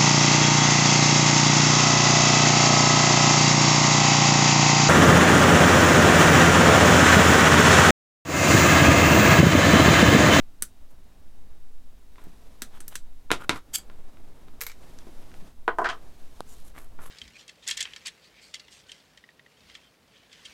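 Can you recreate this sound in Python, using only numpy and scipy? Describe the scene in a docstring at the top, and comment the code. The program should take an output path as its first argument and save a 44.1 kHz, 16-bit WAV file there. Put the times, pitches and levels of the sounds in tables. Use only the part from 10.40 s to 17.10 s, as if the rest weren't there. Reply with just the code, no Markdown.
"""In a small, quiet room, plastic model parts are trimmed and handled on a workbench.
Cutters snap plastic, a sleeve ticks, tools and knuckles land, a watch strap rattles, a hollow thing clatters:
each is a click that rings on. A part scraped over the mat and short rubbing strokes are many tiny slips.
Sleeves rustle as shaped noise, a dry bump is one click, and air noise, rumble and a thin whine lie beneath."""
import sys
import numpy as np
from scipy import signal
from scipy.fft import rfft, irfft
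from scipy.io import wavfile

SR = 44100
rng = np.random.default_rng(int(sys.argv[2]) if len(sys.argv) > 2 else 0)


def pcm_store(signal):
    """Save signal as 16-bit PCM."""
    levels = np.round(np.clip(np.atleast_2d(signal), -1, 1) * 32767)
    wavfile.write(sys.argv[1], SR, levels.astype(np.int16).T)


N = 295470  # length of the scene in samples
CLICK_SAMPLES = 16384  # length of every click and room tail


def gain_of(db):
    """Turns decibels into a plain multiplier."""
    return 10 ** (np.asarray(db) / 20)


def evened(x):
    """Scales a sound to an average (rms) level of 1."""
    return x / np.sqrt(np.mean(x ** 2) + 1e-30)


def unit(x):
    """Scales a sound to a total energy of 1."""
    return x / (np.linalg.norm(x) + 1e-15)


def read(points, hz):
    """Reads a curve between its points, with pitch spaced roughly as we hear it."""
    point_hz, value = np.transpose(points)
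    return np.interp(np.log(hz + 1), np.log(point_hz + 1), value)


def add(mix, start_s, sound):
    """Mixes a sound in at its start time, cutting off what runs past the end."""
    part = mix[max(round(start_s * SR), 0):][:len(sound)]
    part += sound[:len(part)]


def noise(colour, size=N):
    """Random noise of rms 1, with its low and high parts balanced by a colour curve."""
    spectrum = rfft(rng.standard_normal(size))
    hz = np.fft.rfftfreq(size, 1 / SR)
    return evened(irfft(spectrum * gain_of(read(colour, hz)), size))


def crack(colour, modes=(), spread_s=0):
    """A click whose resonances ring on; bending waves can bring its bass late."""
    hz = abs(np.fft.fftfreq(CLICK_SAMPLES, 1 / SR))
    level_db = read(colour, hz)
    for mode_hz, width_hz, lift_db in modes:
        width_hz = max(width_hz, .055 * mode_hz, 55)  # very narrow resonances are widened
        level_db = level_db + lift_db / (1 + (2 * (hz - mode_hz) / width_hz) ** 2)
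    # this timing of the pitches makes the click start at once and ring only afterwards
    spectrum = np.exp(np.conj(signal.hilbert(np.log(gain_of(level_db)))))
    lag = 4 * np.pi * spread_s * np.sqrt(1000 * hz)  # spread_s is the delay at 1 kHz
    delayed = spectrum * np.exp(-1j * lag)
    click = irfft(delayed[:CLICK_SAMPLES // 2 + 1], CLICK_SAMPLES)
    fade = np.cos(np.linspace(0, np.pi / 2, CLICK_SAMPLES)) ** 2
    return unit(fade * click)


def room_tail(rise_s=0.00076):
    """Dense reflections from the bench and near walls, with different pitches dying at different rates."""
    # time to fall by 60 dB: pitch_hz, fade_s
    room_fade = [(100, 0.24), (500, 0.18), (1500, 0.13), (4000, 0.14), (9000, 0.13), (16000, 0.11)]
    hz, t, pieces = signal.stft(rng.standard_normal(CLICK_SAMPLES), SR, nperseg=256)
    decay = gain_of(-60 * t / read(room_fade, hz)[:, None])
    tail = signal.istft(pieces * decay, SR, nperseg=256)[1][:CLICK_SAMPLES]
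    build_up = 1 - np.exp(-np.arange(CLICK_SAMPLES) / SR / rise_s)
    return unit(tail * build_up)


def blows(hits, colour, modes, spot_db, shiver_db, shiver_fade_s, room_db, edge_db=-40):
    """Each blow is a ringing crack, then a brief shiver and the room, all shaped by the contact."""
    spot_width, spread_s = 0.32, 0.00031  # width as a share of the spot's pitch; bass delay at 1 kHz
    out, t = np.zeros(N), np.arange(CLICK_SAMPLES) / SR
    for start_s, peak_db, hard_hz, low_hz, ring_db, spot_hz in hits:
        spot = (spot_hz, spot_width * spot_hz, spot_db)
        click = crack(colour, list(modes) + [spot], spread_s)
        # a soft contact loses treble; a light one cannot move the bass
        soft = signal.butter(2, hard_hz, fs=SR, output="sos")
        light = signal.butter(1, low_hz, "high", fs=SR, output="sos")
        first = signal.sosfilt(np.vstack([soft, light]), click)
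        first = first + gain_of(edge_db) * np.diff(click, prepend=0)  # a hard edge always ticks a little
        shiver = unit(rng.standard_normal(CLICK_SAMPLES) * gain_of(-60 * t / shiver_fade_s))
        surroundings = gain_of(shiver_db) * shiver + gain_of(room_db) * room_tail()
        after = signal.fftconvolve(first, surroundings)[:CLICK_SAMPLES]
        first_peak = abs(signal.hilbert(first)).max()
        add(out, start_s, gain_of(peak_db) * (first + gain_of(ring_db) * after) / first_peak)
    return out


def grains(per_s, spread_db):
    """Tiny slips at random moments, a few much larger than the rest."""
    size = gain_of(spread_db * np.minimum(rng.exponential(1, N), 4))
    happens = rng.random(N) < per_s / SR
    return evened(size * rng.standard_normal(N) * happens)


def still_room():
    """The quiet room: steady air noise and deep rumble from shaped noise, with a thin electrical whine."""
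    # colour of the still air: pitch_hz, level_db
    air_colour = [(18, -72), (30, 12.5), (41, -22.5), (59, -29), (138, -24), (266, -14), (415, -38.5),
                  (684, -31.5), (2290, -33.5), (3770, -34.5), (4080, -34.5), (14800, -42), (16000, -63.5)]
    # colour of the deep rumble: pitch_hz, level_db
    rumble_colour = [(1, -9), (4, 4), (8, 1), (14, -12.5), (25, -29), (50, -24), (90, -35.5), (200, -68.5)]
    air_db, rumble_db, whine_db, whine_hz = -59, -36, -83.5, 3770
    whine = np.sqrt(2) * np.sin(2 * np.pi * whine_hz * np.arange(N) / SR)  # rms 1
    air = gain_of(air_db) * noise(air_colour)
    rumble = gain_of(rumble_db) * noise(rumble_colour)
    return air + rumble + gain_of(whine_db) * whine


def sleeves(uneven_db=1.34):
    """Cloth rustle that swells, holds and fades with each arm movement, uneven as the cloth folds."""
    # movements of an arm: start_s, end_s, soft_body_db, hiss_db
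    arm_moves = [(0.39, 1.207, -65.5, -83), (1.723, 2.57, -61, -67), (2.94, 3.14, -54.5, -72),
                 (3.24, 4.28, -58, -71), (4.335, 5.138, -55, -62), (5.37, 5.74, -56, -65.5),
                 (5.66, 6.346, -60, -64.5), (6.276, 6.8, -60, -73)]
    # colour of the soft body of the rustle: pitch_hz, level_db
    body_colour = [(35, -18), (60, -20), (70, -4), (191, -7), (453, -10.5), (589, -13.5), (655, -12),
                   (1720, -24.5), (4000, -36), (5200, -69), (8800, -120)]
    # colour of the sleeve hiss: pitch_hz, level_db
    sleeve_hiss_colour = [(880, 3), (1500, 3), (3810, 2), (5330, 0.5), (13700, -5.5), (16000, -28)]
    attack_s, release_s = 0.081, 0.1  # every movement gathers speed and slows down alike
    resting_db = -65  # soft body that stays while the hands only hold a part
    t = np.arange(N) / SR
    body_power, hiss_power = np.full(N, gain_of(resting_db) ** 2), np.zeros(N)
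    for start_s, end_s, body_db, hiss_db in arm_moves:
        speed = np.clip(np.minimum((t - start_s) / attack_s, (end_s - t) / release_s), 0, 1)
        body_power += speed * gain_of(body_db) ** 2
        hiss_power += speed * gain_of(hiss_db) ** 2
    wobble = noise([(0, -20), (6, 0), (25, 0), (80, -40), (300, -100)])  # (Hz, dB)
    folds = gain_of(uneven_db * wobble)
    body = np.sqrt(body_power) * noise(body_colour)
    hiss = np.sqrt(hiss_power) * noise(sleeve_hiss_colour)
    return folds * (body + hiss)


def snips_and_ticks():
    """Plastic snaps and ticks under cutter jaws or between fingers, and two faint ticks of a crackling sleeve."""
    # each snap or tick, the last two from the sleeve: start_s, first_crack_peak_db,
    # hardness_upper_edge_hz, lower_edge_hz, ring_db (against the first crack), struck_spot_hz
    snaps = [(.2233, -4.5, 16000, 5030, -6.5, 9900), (1.8405, -36, 16000, 14000, -14, 14500),
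             (2.2203, -14.5, 13500, 2580, -3, 3740), (2.4045, -28, 12000, 2200, -0.5, 9000),
             (2.4808, -17.5, 15900, 9000, -6, 13800), (2.5552, -16, 9900, 7000, -2.5, 3170),
             (3.3851, -19, 16000, 13000, -24, 11500), (4.588, -31, 6250, 5000, -20, 5740),
             (4.9165, -40.5, 3500, 2500, -14, 2700), (4.9415, -38.5, 3500, 2500, -16, 2700)]
    # broad colour of these sounds: pitch_hz, level_db
    snap_colour = [(100, 17.5), (240, 24), (560, -6.5), (900, -18), (1500, -4.5), (2800, -7), (5000, -7),
                   (8500, -6), (12000, -10), (16000, -9)]
    # their resonances: pitch_hz, width_hz (before the least width in crack), lift_db
    snap_modes = [(1340, 1140, 12.7), (3850, 170, 4.4), (6000, 200, 5.5), (8000, 1100, 4.6),
                  (8900, 840, 2.6), (11100, 170, 6.5), (13500, 710, 7.3)]
    return blows(snaps, snap_colour, snap_modes, spot_db=6, shiver_db=5.5, shiver_fade_s=0.04,
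                 room_db=0.0)


def strokes(lift_db=7, width=0.21):
    """Skin and tools rub the mat: fine slips hiss and coarse ones rasp, both swelling and fading."""
    # each stroke: start_s, end_s, level_db, rasp_db (against the hiss), resonance_hz
    rubs = [(.491, .53, -68, -12, 12000), (1.764, 1.893, -70.5, 9, 1800), (2.326, 2.396, -61.5, 7, 3250),
            (2.495, 2.572, -57, 4.5, 3070), (2.985, 3.062, -59.5, 15, 1410),
            (3.127, 3.198, -55.5, 9.5, 1330), (6.061, 6.162, -56, -12, 7000),
            (6.12, 6.256, -63.5, -13, 4050), (6.239, 6.309, -57.5, -11, 11000),
            (6.333, 6.407, -63, 9, 2100), (6.361, 6.474, -61, 2.5, 11600),
            (6.595, 6.705, -54.5, 2.5, 11100)]
    # colour of the fine hiss: pitch_hz, level_db
    hiss_colour = [(1000, -38.5), (3000, 1), (4500, -2.5), (8000, 2.5), (12000, 0), (14500, -5),
                   (16000, -12.5)]
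    # colour of the low rasp: pitch_hz, level_db
    rasp_colour = [(200, 3), (700, -1), (1200, 4.5), (2200, -4.5), (4000, -12), (9000, -50)]
    wobble = noise([(5, 0), (50, 0), (150, -40), (400, -100)])  # (Hz, dB)
    grip = gain_of(2.2 * wobble)  # skin catches and lets go
    fine = grip * grains(per_s=6000, spread_db=3)
    coarse = grip * grains(per_s=2500, spread_db=2.5)
    out = np.zeros(N)
    for start_s, end_s, level_db, rasp_db, hz in rubs:
        span = slice(int(start_s * SR), int(end_s * SR))
        spot = [(hz, width * hz, lift_db)]
        speed = signal.windows.cosine(len(fine[span]))
        hiss = signal.fftconvolve(speed * fine[span], crack(hiss_colour, spot))
        rasp = signal.fftconvolve(speed * coarse[span], crack(rasp_colour, spot))
        add(out, start_s, gain_of(level_db) * (hiss + gain_of(rasp_db) * rasp))
    return out


def knocks():
    """Tools and knuckles land on the bench, which rings with a very short shiver."""
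    # each landing: start_s, first_crack_peak_db, hardness_upper_edge_hz, lower_edge_hz,
    # ring_db (against the first crack), struck_spot_hz
    landings = [(1.758, -42.5, 4100, 710, -9, 2000), (1.782, -40, 2500, 450, 4.5, 900),
                (1.868, -38, 263, 150, -5, 200), (2.905, -14, 2650, 220, 2.5, 450),
                (2.9157, -2, 9500, 230, -2, 2750), (3.0942, -0.5, 6840, 230, -4, 2200),
                (3.1315, -22.5, 2490, 60, 2.5, 1300), (3.1592, -29.5, 9000, 80, 5.5, 1320),
                (3.389, -40.5, 4000, 900, -0.5, 1800), (3.4995, -34.5, 3000, 100, -5, 604),
                (3.771, -41, 3000, 500, -9, 2730), (4.084, -40, 6000, 600, -10, 910),
                (4.669, -43, 385, 300, 4.5, 363), (5.02, -44, 260, 100, 4, 200),
                (6.589, -41, 1510, 99, 11.5, 1300)]
    # broad colour of the bench: pitch_hz, level_db
    bench_colour = [(30, -3), (60, 2.5), (150, -1.5), (380, -2.5), (550, -10), (1000, -7.5), (1700, -7.5),
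                    (2750, -9), (6000, -15), (10000, -15.5), (16000, -19.5)]
    # its resonances: pitch_hz, width_hz (before the least width in crack), lift_db
    bench_modes = [(370, 190, 1.9), (694, 91, 6.4), (1015, 110, 8.6), (1400, 370, 7), (2130, 330, 3.1),
                   (2530, 130, 1.7), (3730, 370, 7)]
    return blows(landings, bench_colour, bench_modes, spot_db=4.5, shiver_db=-3.5, shiver_fade_s=0.011,
                 room_db=-1.0)


def scrape(room_db=-9):
    """A part bites the mat, presses harder and lifts at once; its edge catches in dense, ringing slips."""
    # broad colour of the scrape: pitch_hz, level_db
    scrape_colour = [(500, -38), (1300, -14), (2300, -15), (4000, -19), (6000, -12), (8000, -5),
                     (11000, -10.5), (14000, -12), (16000, -22)]
    # its resonances: pitch_hz, width_hz (before the least width in crack), lift_db
    scrape_modes = [(2280, 210, 10.3), (3220, 650, 16.7), (4650, 520, 16.5), (5560, 280, 8),
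                    (6600, 290, 10.6), (7740, 1200, 8.3), (11400, 440, 6.4), (12700, 250, 6.2)]
    start_s, length_s, bite_s = 3.331, .029, 0.0089
    lift_off_db, swell_db = -21.5, 14  # level as it lifts, and its growth over the drag
    t = np.arange(N) / SR - start_s
    bite = np.clip(t / bite_s, 0, 1)
    pressure = bite * gain_of(swell_db * np.minimum(t / length_s - 1, 0))
    slips = grains(per_s=7000, spread_db=1.5)
    slips = slips * gain_of(lift_off_db) * pressure * (t < length_s)
    click = crack(scrape_colour, scrape_modes)
    body = click + gain_of(room_db) * signal.fftconvolve(click, room_tail())[:CLICK_SAMPLES]
    return signal.oaconvolve(slips, unit(body))[:N]


def links():
    """Links of a metal watch strap rattle as a run of small, bright blows."""
    # each link: start_s, first_crack_peak_db, hardness_upper_edge_hz, lower_edge_hz,
    # ring_db (against the first crack), struck_spot_hz
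    link_hits = [(4.2079, -22, 10000, 4000, -8, 7000), (4.2125, -19, 14900, 1490, 4.5, 12900),
                 (4.2207, -13.5, 16000, 1500, -8.5, 15000), (4.2360, -19.5, 14000, 1800, -6.5, 12800),
                 (4.2595, -41, 10000, 1800, -7, 7000), (4.2660, -23.5, 13100, 1500, 5, 13000),
                 (4.2975, -38.5, 6000, 1500, 5, 2100), (4.3168, -37, 8000, 1500, 1, 2100)]
    # broad colour of the strap: pitch_hz, level_db
    strap_colour = [(200, -25), (450, -8), (1000, -4), (2100, -0.5), (3400, -11), (4700, -8.5),
                    (7000, -6.5), (12500, -9.5), (16000, -4.5)]
    # its resonances: pitch_hz, width_hz (before the least width in crack), lift_db
    strap_modes = [(466, 82, 17), (1380, 180, 3.7), (2270, 200, 7.7), (3930, 460, 7), (7460, 830, 2.8),
                   (12600, 1500, 10.7)]
    return blows(link_hits, strap_colour, strap_modes, spot_db=1.5, shiver_db=4, shiver_fade_s=0.017,
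                 room_db=2.5)


def clatter():
    """A hollow thing is set down, tips and settles: blows with strong low resonances."""
    # each blow: start_s, first_crack_peak_db, hardness_upper_edge_hz, lower_edge_hz,
    # ring_db (against the first crack), struck_spot_hz
    hollow_hits = [(5.2792, -5.5, 2670, 330, -5.5, 1040), (5.3855, -9, 1190, 330, -3.5, 990),
                   (5.4165, -17, 1200, 298, -2.5, 1050), (5.4312, -30, 1200, 200, 3, 350),
                   (5.444, -22.5, 8900, 1500, 0.5, 1550), (5.4468, -14, 3300, 1000, -1, 1590),
                   (5.4575, -17, 6000, 1000, -1, 1900), (5.4672, -23, 5500, 1100, 3, 1670),
                   (5.4895, -21, 9100, 2000, 0.5, 3160), (5.4988, -20.5, 7500, 1470, .5, 2850),
                   (5.527, -34.5, 1600, 400, 5.5, 1150)]
    # broad colour of the hollow thing: pitch_hz, level_db
    hollow_colour = [(150, -14), (350, -7), (560, -13.5), (900, -6), (1600, -4), (2300, -13.5), (3300, -17),
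                     (5000, -19), (9000, -26), (16000, -47)]
    # its resonances: pitch_hz, width_hz (before the least width in crack), lift_db
    hollow_modes = [(352, 24, 8.1), (460, 66, 13.6), (678, 126, 13), (766, 40, 2), (1026, 140, 8.1),
                    (1255, 100, 5.5), (1497, 180, 7.7), (1910, 91, 6), (3130, 360, 5.5)]
    return blows(hollow_hits, hollow_colour, hollow_modes, spot_db=5.5, shiver_db=1.0, shiver_fade_s=0.04,
                 room_db=4, edge_db=-15.0)


def bump():
    """A bump reaches the microphone through its mount: one dry pulse with no room around it."""
    # colour of the bump: pitch_hz, level_db
    bump_colour = [(100, -4), (350, 3), (850, 5), (1500, -4), (2100, -29), (3800, -9.5), (6000, -23),
                   (10500, -20), (16000, -44)]
    start_s, peak_db = 6.0062, -18.5
    out, pulse = np.zeros(N), crack(bump_colour)
    add(out, start_s, gain_of(peak_db) * pulse / abs(pulse).max())
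    return out


def scene():
    """Adds all sources together at one microphone above the bench."""
    background = still_room() + sleeves()
    hits = snips_and_ticks() + knocks() + links() + clatter() + bump()
    rubbing = strokes() + scrape()
    return (background + hits + rubbing)[None]


def record(dry):
    """Rounds off the sharpest peaks, then cuts the highest treble as the recorder does."""
    rounded = dry / (1 + (abs(dry) / .72) ** 4) ** .25  # no peak can pass 0.72 here
    treble_cut = signal.firwin(255, 16300, window=("kaiser", 8), fs=SR)  # edge at 16300 Hz
    return signal.oaconvolve(rounded, treble_cut[None], "same")


dry = scene()
out = record(dry)
pcm_store(out)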